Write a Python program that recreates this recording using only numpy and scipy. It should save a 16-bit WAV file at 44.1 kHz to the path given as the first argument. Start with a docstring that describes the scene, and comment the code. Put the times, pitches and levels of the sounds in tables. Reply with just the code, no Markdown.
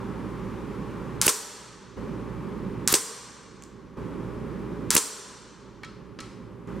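"""Ventilation rumbles and hums in a long, echoing range; a stereo pair stands beside the paper target.
Three air rifle shots come from the far end. Each time the muzzle pop arrives first, then the pellet
rushes past the microphones, punches the card and rings the steel trap. The background level ducks at
each shot, creeps up, then jumps back, the last time with a faint click. Two small ticks follow the
second shot; after the third, the rifle is handled far away."""
import sys
import numpy as np
from scipy import signal
from scipy.fft import rfft, irfft, next_fast_len
from scipy.io import wavfile
from scipy.ndimage import map_coordinates

SR = 44100
rng = np.random.default_rng(int(sys.argv[2]) if len(sys.argv) > 2 else 0)


def inscribe(sig):
    """Save sig as 16-bit PCM at rate SR to the path in sys.argv[1].

    A 1-D sig is mono; a 2-D sig holds one channel per row.
    Samples are clipped to [-1, 1] before scaling.
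    """
    pcm = np.round(np.clip(np.atleast_2d(sig).T, -1, 1) * 32767)
    wavfile.write(sys.argv[1], SR, pcm.astype(np.int16))


N = 299880
T = np.arange(2 * SR) / SR  # seconds since an event
PASS_S = .0115  # the pellet passes the microphones this long before it meets the card

# shots at the target end: pop t/s, lag to card/s, card/dB, smack/dB, top trap modes/dB, ping f/Hz, ping/dB
SHOTS = [(1.2147, .0648, -11, -7, 0.5, 13000, -30), (2.8757, 0.064, -10, -16.5, -10.5, 8650, -22),
         (4.9050, .0602, -10, -9.5, -11.5, 8620, -22.5)]
# the pop's ways to the microphones (direct, off the floor, off a wall): delay/s, level/dB
POP_PATHS = [(0, -4), (.00128, 1), (.008, -6)]
# spectra of the far pop and of its wash of reflections: f/Hz, level/dB
POP_SPECTRUM = [(200, -32.5), (900, -22.5), (1500, -7.5), (2500, -14), (5000, -3.5), (7500, 0.5),
                (11000, -6.5), (15500, -24)]
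WASH_SPECTRUM = [(180, -35), (300, -14.5), (485, -10), (643, -13.5), (853, -1.5), (1380, -2.5),
                 (2720, -8.5), (5840, -3.5), (9930, -5.5), (15800, -18.5)]
def muzzle(pop_db=2.0, spit_db=-18, wash_db=-25.5, wash_t60=3.0, hush_db=-9, late_t60=0.53):
    """From the far end, a sharp pop by three paths, then reflections that sink as the pellet passes."""
    out, t = np.zeros((2, N)), T[:SR // 4]
    floor_delay = POP_PATHS[1][0]
    for s, lag, *_ in SHOTS:
        for delay, path_db in POP_PATHS:
            add(out, s + delay, -amp(pop_db + path_db) * click(POP_SPECTRUM))
        add(out, s + floor_delay, amp(spit_db) * burst(POP_SPECTRUM, rise=0.00023, t60=0.009))
        since_pass = np.maximum(t - (lag - PASS_S), 0)
        sink_db = hush_db * np.minimum(since_pass / 0.0096, 1) - 60 * since_pass / late_t60
        envelope = amp(wash_db + sink_db - 60 * t / wash_t60) * np.minimum(t / 0.0074, 1)
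        add(out, s, envelope * noise(WASH_SPECTRUM, len(t), NEAR_LIKENESS))
    return out


# spectrum of the pellet's rush, close by: f/Hz, level/dB
RUSH_SPECTRUM = [(150, -20.5), (500, -2), (1000, -6.5), (2500, -2.5), (5000, -4.5), (8000, 8.5),
                 (12000, 7.5), (15500, 1)]
def pellet_flight(rush_db=-11.0, swell_s=.003, fade_s=0.00093, hold_s=0.00086,
                  push=0.16, push_width_s=0.00054, push_delay_s=0.0013):
    """Hiss piles up ahead of the pellet; passing the microphones, it pushes air and leaves a suction."""
    out, lead_s = np.zeros((2, N)), .03
    t = T[:SR // 16] - lead_s  # zero as it passes
    nearness = np.exp(np.minimum(t + hold_s, 0) / swell_s - np.maximum(t, 0) / fade_s)
    u = (t - push_delay_s) / push_width_s
    pressure = -2 * u * np.exp(-u * u / 2) * np.where(u < 0, .8, .45)  # the suction is the weaker half
    for s, lag, *_ in SHOTS:
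        rush = amp(rush_db) * nearness * crackle(RUSH_SPECTRUM, len(t), rough_db=2.5)
        add(out, s + lag - PASS_S - lead_s, rush + push * pressure)
    return out


# spectra of the card's snap and flap, the strike on the trap and the range's echo: f/Hz, level/dB
SNAP_SPECTRUM = [(100, -11), (600, -4.5), (1500, -4), (2400, -5), (4500, -2), (8000, -8), (12000, -12.5),
                 (15500, -13)]
FLAP_SPECTRUM = [(50, -22), (200, -2), (450, 5.5), (800, -9), (1500, -11.5), (3500, -3), (8200, 3),
                 (10500, -2.5), (15500, -17.5)]
TRAP_SPECTRUM = [(100, -28), (450, -4.5), (700, -22), (1000, -4), (2300, -10.5), (4000, -9.5), (7000, -1.5),
                 (8700, 0.5), (9800, -8), (15500, -21)]
RANGE_SPECTRUM = [(88, -55.5), (150, -24), (169, -15.5), (209, -9.5), (291, -7), (354, -10), (438, 2.5),
                  (543, -8), (622, -7.5), (699, -11), (1010, -4.5), (2430, -14), (8640, -5), (15800, -20.5)]
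# modes of the target box and the steel trap: f/Hz, level/dB, t60/s
BOX_MODES = [(308.3, -0.5, 0.065), (442, -6.5, 0.21), (1015, -7, 0.21)]
TRAP_MODES = [(2760, -21, 1), (3284, -18.5, 1.1), (4210, -10.5, 1.6), (4325, -10.5, 1.5), (4820, -6, 1.1),
              (5520, -8, 1.3), (5640, -6, 1.5), (5750, -2, 1), (6130, -7.5, 1.2), (6060, -8.5, 1.8),
              (6640, -8, 1.5), (7200, -2.5, 1.1), (7340, -3, 1.1), (7550, -3, 1.1), (7985, -5, 0.98),
              (8700, -2, .6), (8590, -1.5, .5), (8560, -3.5, 1.1), (8700, -4.5, 1.1), (9380, -6.5, 0.56),
              (11230, -10, 0.58), (12110, -9.5, .6), (12900, -6.5, .6), (13020, -9.5, .6)]
def target_hit(snap_db=3, smack_hz=2850, smack_t60=0.0085, strike_db=-7, trap_delay_s=.0113,
               trap_db=-15.0, rattle_db=-28, box_db=-24, ring_db=-41.0, range_db=-34, ping_t60=.06):
    """Beside the microphones the pellet snaps through the card, then rings and rattles the steel trap."""
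    out = np.zeros((2, N))
    smack = np.sin(2 * np.pi * smack_hz * T) * amp(-60 * T / smack_t60)
    for pop_s, lag, card_db, smack_db, high_db, ping_hz, ping_db in SHOTS:
        card_s = pop_s + lag
        trap_s = card_s + trap_delay_s
        add(out, card_s, amp(snap_db) * click(SNAP_SPECTRUM))
        add(out, card_s, amp(smack_db) * smack)
        add(out, card_s, amp(card_db) * burst(FLAP_SPECTRUM, rise=0.0022, t60=0.032))
        add(out, trap_s, amp(strike_db) * click(TRAP_SPECTRUM))
        add(out, trap_s, amp(trap_db) * burst(TRAP_SPECTRUM, rise=0.001, t60=0.068))
        add(out, trap_s, amp(rattle_db) * burst(TRAP_SPECTRUM, rise=0.0089, t60=0.36))
        add(out, trap_s, ringing([(ping_hz, ping_db, ping_t60)], spread_hz=50, count=5))
        add(out, card_s, amp(box_db) * ringing(BOX_MODES, spread_hz=66, count=4))
        add(out, trap_s, amp(ring_db) * ringing(TRAP_MODES, high_db, spread_hz=27, count=9))
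        add(out, card_s, amp(range_db) * range_echo(RANGE_SPECTRUM))
    return out


# reverberation down the range: f/Hz, t60/s
RANGE_DECAY = [(150, 1.8), (450, 2.1), (1200, 3.04), (3000, 2.3), (5500, 1.59), (8000, 1.23), (10500, 0.84),
               (15000, .6)]
def range_echo(spectrum):
    """The long range answers from all around the microphones; the treble dies first."""
    hz, t, bands = signal.stft(noise(spectrum, len(T), ripple_db=1.5), SR, nperseg=512)
    decay = amp(-60 * t / along(RANGE_DECAY, hz)[:, None])
    return signal.istft(bands * decay, SR, nperseg=512)[1]


# knocks at the far end: t/s, level/dB, brightness/(dB per octave), ring against the knock/dB
KNOCKS = [(5.834, -27.5, -3, -19.5), (5.8462, -30, 2.5, -30), (6.189, -23.5, -2, -28),
          (6.2038, -28, 8.5, -25)]
# spectrum of a knock: f/Hz, level/dB
KNOCK_SPECTRUM = [(300, -3), (700, -2.5), (1300, 4.5), (2200, 1.5), (3000, -2), (5000, -4), (9000, -17),
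                  (15000, -48)]
# modes of the rifle's action: f/Hz, level/dB, t60/s
ACTION_MODES = [(1307, 4.5, 0.28), (1880, -4, 0.16), (2270, 4.5, 0.14), (3260, 2, 0.21), (3940, -8, .4),
                (4280, -9, .55), (5200, -12, .45), (7600, -20, .3)]
def rifle_handling(snap_db=-2, knock_db=-9, echo_db=-24):
    """Far from the microphones, knocks ring the rifle's action and echo."""
    out = np.zeros((2, N))
    for s, db, brightness, ring_db in KNOCKS:
        colour = [(hz, level + brightness * np.log2(hz)) for hz, level in KNOCK_SPECTRUM]
        add(out, s, amp(db + snap_db) * click(colour))
        add(out, s, amp(db + knock_db) * burst(colour, rise=0.00089, t60=0.033))
        add(out, s, amp(db + ring_db) * ringing(ACTION_MODES, spread_hz=29.4, count=6))
        add(out, s, amp(db + echo_db - 38 * T) * range_echo(colour)[:, :len(T)])
    return out


# small sharp ticks: t/s, level/dB
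TICKS = [(3.6231, -30.5), (3.637, -31), (6.6736, -43)]
# their spectrum: f/Hz, level/dB
TICK_SPECTRUM = [(1000, -4), (4000, -12), (7500, 1), (10000, -14), (15500, -27)]
def ticks(tick_db=-5, tail_db=-29):
    """Two quick ticks; later, a faint click as the background jumps back to full level."""
    out = np.zeros((2, N))
    for s, db in TICKS:
        add(out, s, amp(db + tick_db) * burst(TICK_SPECTRUM, rise=0.00048, t60=0.0034))
        add(out, s, amp(db + tail_db) * burst(TICK_SPECTRUM, rise=0.0053, t60=0.49))
    return out


# spectra of the duct rumble and air hiss: f/Hz, level/dB
DUCT_SPECTRUM = [(15, -45.5), (25, -18), (48, -10.5), (86, -16.5), (108, -3.5), (146, -4.5), (187, -0.5),
                 (260, -4.5), (398, -6.5), (444, -11), (545, -11.5), (660, -21), (860, -56), (1450, -120)]
AIR_SPECTRUM = [(450, -36), (760, -3), (863, -2), (1130, -1), (1360, -7), (2670, -18.5), (4220, -26),
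                (10300, -34), (15800, -42.5)]
# fan and mains hum, and the fan motor's faint whine: f/Hz, level/dB
HUM_TONES = [(59.2, -46), (118.4, -46), (193.8, -47.5), (382.2, -47.5), (414.5, -47.5)]
WHINE_TONES = [(1098, -60.5), (2363, -70)]
def ventilation(rumble_db=-35.5, hum_db=-1.54, waver=.5):
    """Room tone: duct rumble and air hiss from all around, with slightly unsteady fan tones."""
    t = np.arange(N) / SR
    dip_db, hiss_db = background_duck()
    rumble = amp(rumble_db + 0.37 * wobble(4.9, N)) * noise(DUCT_SPECTRUM, N)
    hiss = amp(hiss_db) * noise(AIR_SPECTRUM, N)
    hum = np.zeros(N)
    for hz, db in [*HUM_TONES, *WHINE_TONES]:
        gain = amp(db + 0.77 * wobble(3.3, N))
        drift = waver * np.sqrt(hz / 100) * wobble(6, N)  # higher tones wander further in phase
        hum += gain * np.sin(2 * np.pi * hz * t + drift)
    return amp(dip_db) * (rumble + hiss + amp(hum_db) * np.sqrt(2) * hum)


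# stretches of full background level, each until the next shot: start t/s, hiss level/dB
FULL_STRETCHES = [(0, -44.5), (1.968, -46.5), (3.97, -47), (6.674, -47)]
def background_duck(pop_dip_db=-5, low_db=-21, fall_s=0.0053, hold_s=0.25,
                    creep_to_db=-7.5, creep_s=0.54, return_s=0.0054):
    """Dip and hiss in dB: the background level ducks at each shot, creeps up, then jumps back."""
    t = np.arange(N) / SR
    dip_db, hiss_db = np.zeros(N), np.zeros(N)
    for start, db in FULL_STRETCHES:
        hiss_db[t >= start] = db
    for (s, lag, *_), (dip_end, _) in zip(SHOTS, FULL_STRETCHES[1:]):
        since_pass = t - (s + lag - PASS_S)
        popped = np.clip((t - s) / fall_s, 0, 1)
        passed = np.clip(since_pass / fall_s + .5, 0, 1)
        creep = 1 - np.exp(-np.maximum(since_pass - hold_s, 0) / creep_s)
        lasting = np.clip((dip_end - t) / return_s + .5, 0, 1)
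        depth_db = low_db + creep * (creep_to_db - low_db)
        dip_db += (popped - passed) * pop_dip_db + passed * lasting * depth_db
    return dip_db, hiss_db


def ringing(modes, high_db=0, spread_hz=22, count=3):
    """Each mode is a cluster of close partials that beat, with new strengths at every hit."""
    t = T[:5 * SR // 4]
    ring = np.zeros((2, len(t)))
    for hz, db, t60 in modes:
        level_db = db + high_db * (hz > 10000) + rng.normal(0, 1, (2, 1))
        pitches = hz + spread_hz * np.sqrt(hz / 5000) * rng.normal(size=(count, 1))
        partials = np.sin(2 * np.pi * (pitches * t + rng.random((count, 1))))
        ring += amp(level_db) * amp(-60 * t / t60) * partials.sum(0) / np.sqrt(count)
    return ring


def click(spectrum, size=1024):
    """The most compact causal pulse with this spectrum, peak 1."""
    magnitude = amp(along(spectrum, np.fft.rfftfreq(size, 1 / SR)))
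    cepstrum = irfft(np.log(magnitude))
    causal = 2 * cepstrum[:size // 2] * (np.arange(size // 2) > 0)
    pulse = irfft(np.exp(rfft(causal, size)))
    return pulse / np.abs(pulse).max()


def burst(spectrum, rise, t60):
    """A crackle that swells for rise seconds and then dies away."""
    t = T[:SR // 2]
    envelope = np.minimum(t / rise, 1) * amp(-60 * np.maximum(t - rise, 0) / t60)
    return envelope * crackle(spectrum, len(t), rough_db=1.5)


# how alike the two microphones hear near sound: f/Hz, likeness/(0 to 1)
NEAR_LIKENESS = [(60, .85), (600, 0.92), (1400, 0.94), (2800, 1), (5000, .94), (8000, 0.68), (11000, 0.56),
                 (15000, 0.52)]
def crackle(spectrum, size, rough_db=3, rate=1800):
    """Near noise that comes in tiny uneven cracks."""
    return unit(noise(spectrum, size, NEAR_LIKENESS) * amp(rough_db * wobble(rate, size)))


# how alike they hear sound from all around: f/Hz, likeness/(0 to 1)
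DIFFUSE_LIKENESS = [(60, .76), (300, .78), (650, 0.74), (1400, 0.87), (2600, .96), (4500, .82),
                    (7000, 0.49), (11000, 0.19), (15000, .05)]
def noise(spectrum, size, likeness=DIFFUSE_LIKENESS, ripple_db=0, ripple_hz=55):
    """Coloured stereo noise of rms 1; standing waves can ripple its spectrum."""
    def colour(hz):
        width = np.arccos(np.clip(along(likeness, hz), 0, 1)) / 2
        ripple = ripple_db * map_coordinates(rng.standard_normal(SR // 10), [hz / ripple_hz])
        return amp(along(spectrum, hz) + ripple) * [np.cos(width), np.sin(width)]
    mid, side = filtered(rng.standard_normal((2, size)), colour)
    return unit(np.array([mid + side, mid - side]))


def amp(db):
    """Decibels to gain."""
    return 10 ** (np.asarray(db) / 20)


def unit(x):
    """Scaled to rms 1."""
    return x / np.sqrt(np.mean(x ** 2) + 1e-20)


def along(points, hz):
    """(Hz, value) points read on a log axis."""
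    f, values = np.transpose(points)
    return np.interp(np.log(hz + 1), np.log(f), values)


def wobble(rate, size):
    """A smooth random curve, rate knots a second."""
    knots = rng.standard_normal(int(size * rate / SR) + 4)
    return map_coordinates(knots, [np.arange(size) * rate / SR])


def filtered(x, response):
    """x shaped by a response of frequency."""
    padded = next_fast_len(x.shape[-1] + 8192)
    return irfft(rfft(x, padded) * response(np.fft.rfftfreq(padded, 1 / SR)), padded)[..., :x.shape[-1]]


def add(out, s, sound):
    """Mix a sound in at time s."""
    start = round(s * SR)
    out[:, start:start + sound.shape[-1]] += sound[..., :N - start]


def scene():
    """Shots, far handling, ticks and room tone, heard at the target end."""
    return muzzle() + pellet_flight() + target_hit() + rifle_handling() + ticks() + ventilation()


# balance of the microphone pair: f/Hz, left minus right/dB
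MIC_BALANCE = [(60, -6), (200, -4.5), (380, -4), (700, -0.5), (1300, 0.5), (8000, -0.5), (15000, 1.5)]
def record(dry, ceiling=1.1, notch_hz=695, notch_width_hz=130, notch_depth=0.65, top_hz=15900):
    """The microphones have a narrow hollow, the right one hears more bass, and peaks overload."""
    def microphones(hz):
        damping = 1j * hz * notch_width_hz
        hollow = 1 - notch_depth * damping / (notch_hz ** 2 - hz ** 2 + damping)
        return hollow * amp(np.outer([.5, -.5], along(MIC_BALANCE, hz)))
    heard = filtered(dry, microphones)
    overloaded = heard / (1 + np.abs(heard / ceiling) ** 6) ** (1 / 6)
    return filtered(overloaded, lambda hz: 1 / (1 + (hz / top_hz) ** 120))  # steep band limit


dry = scene()
out = record(dry)
inscribe(out)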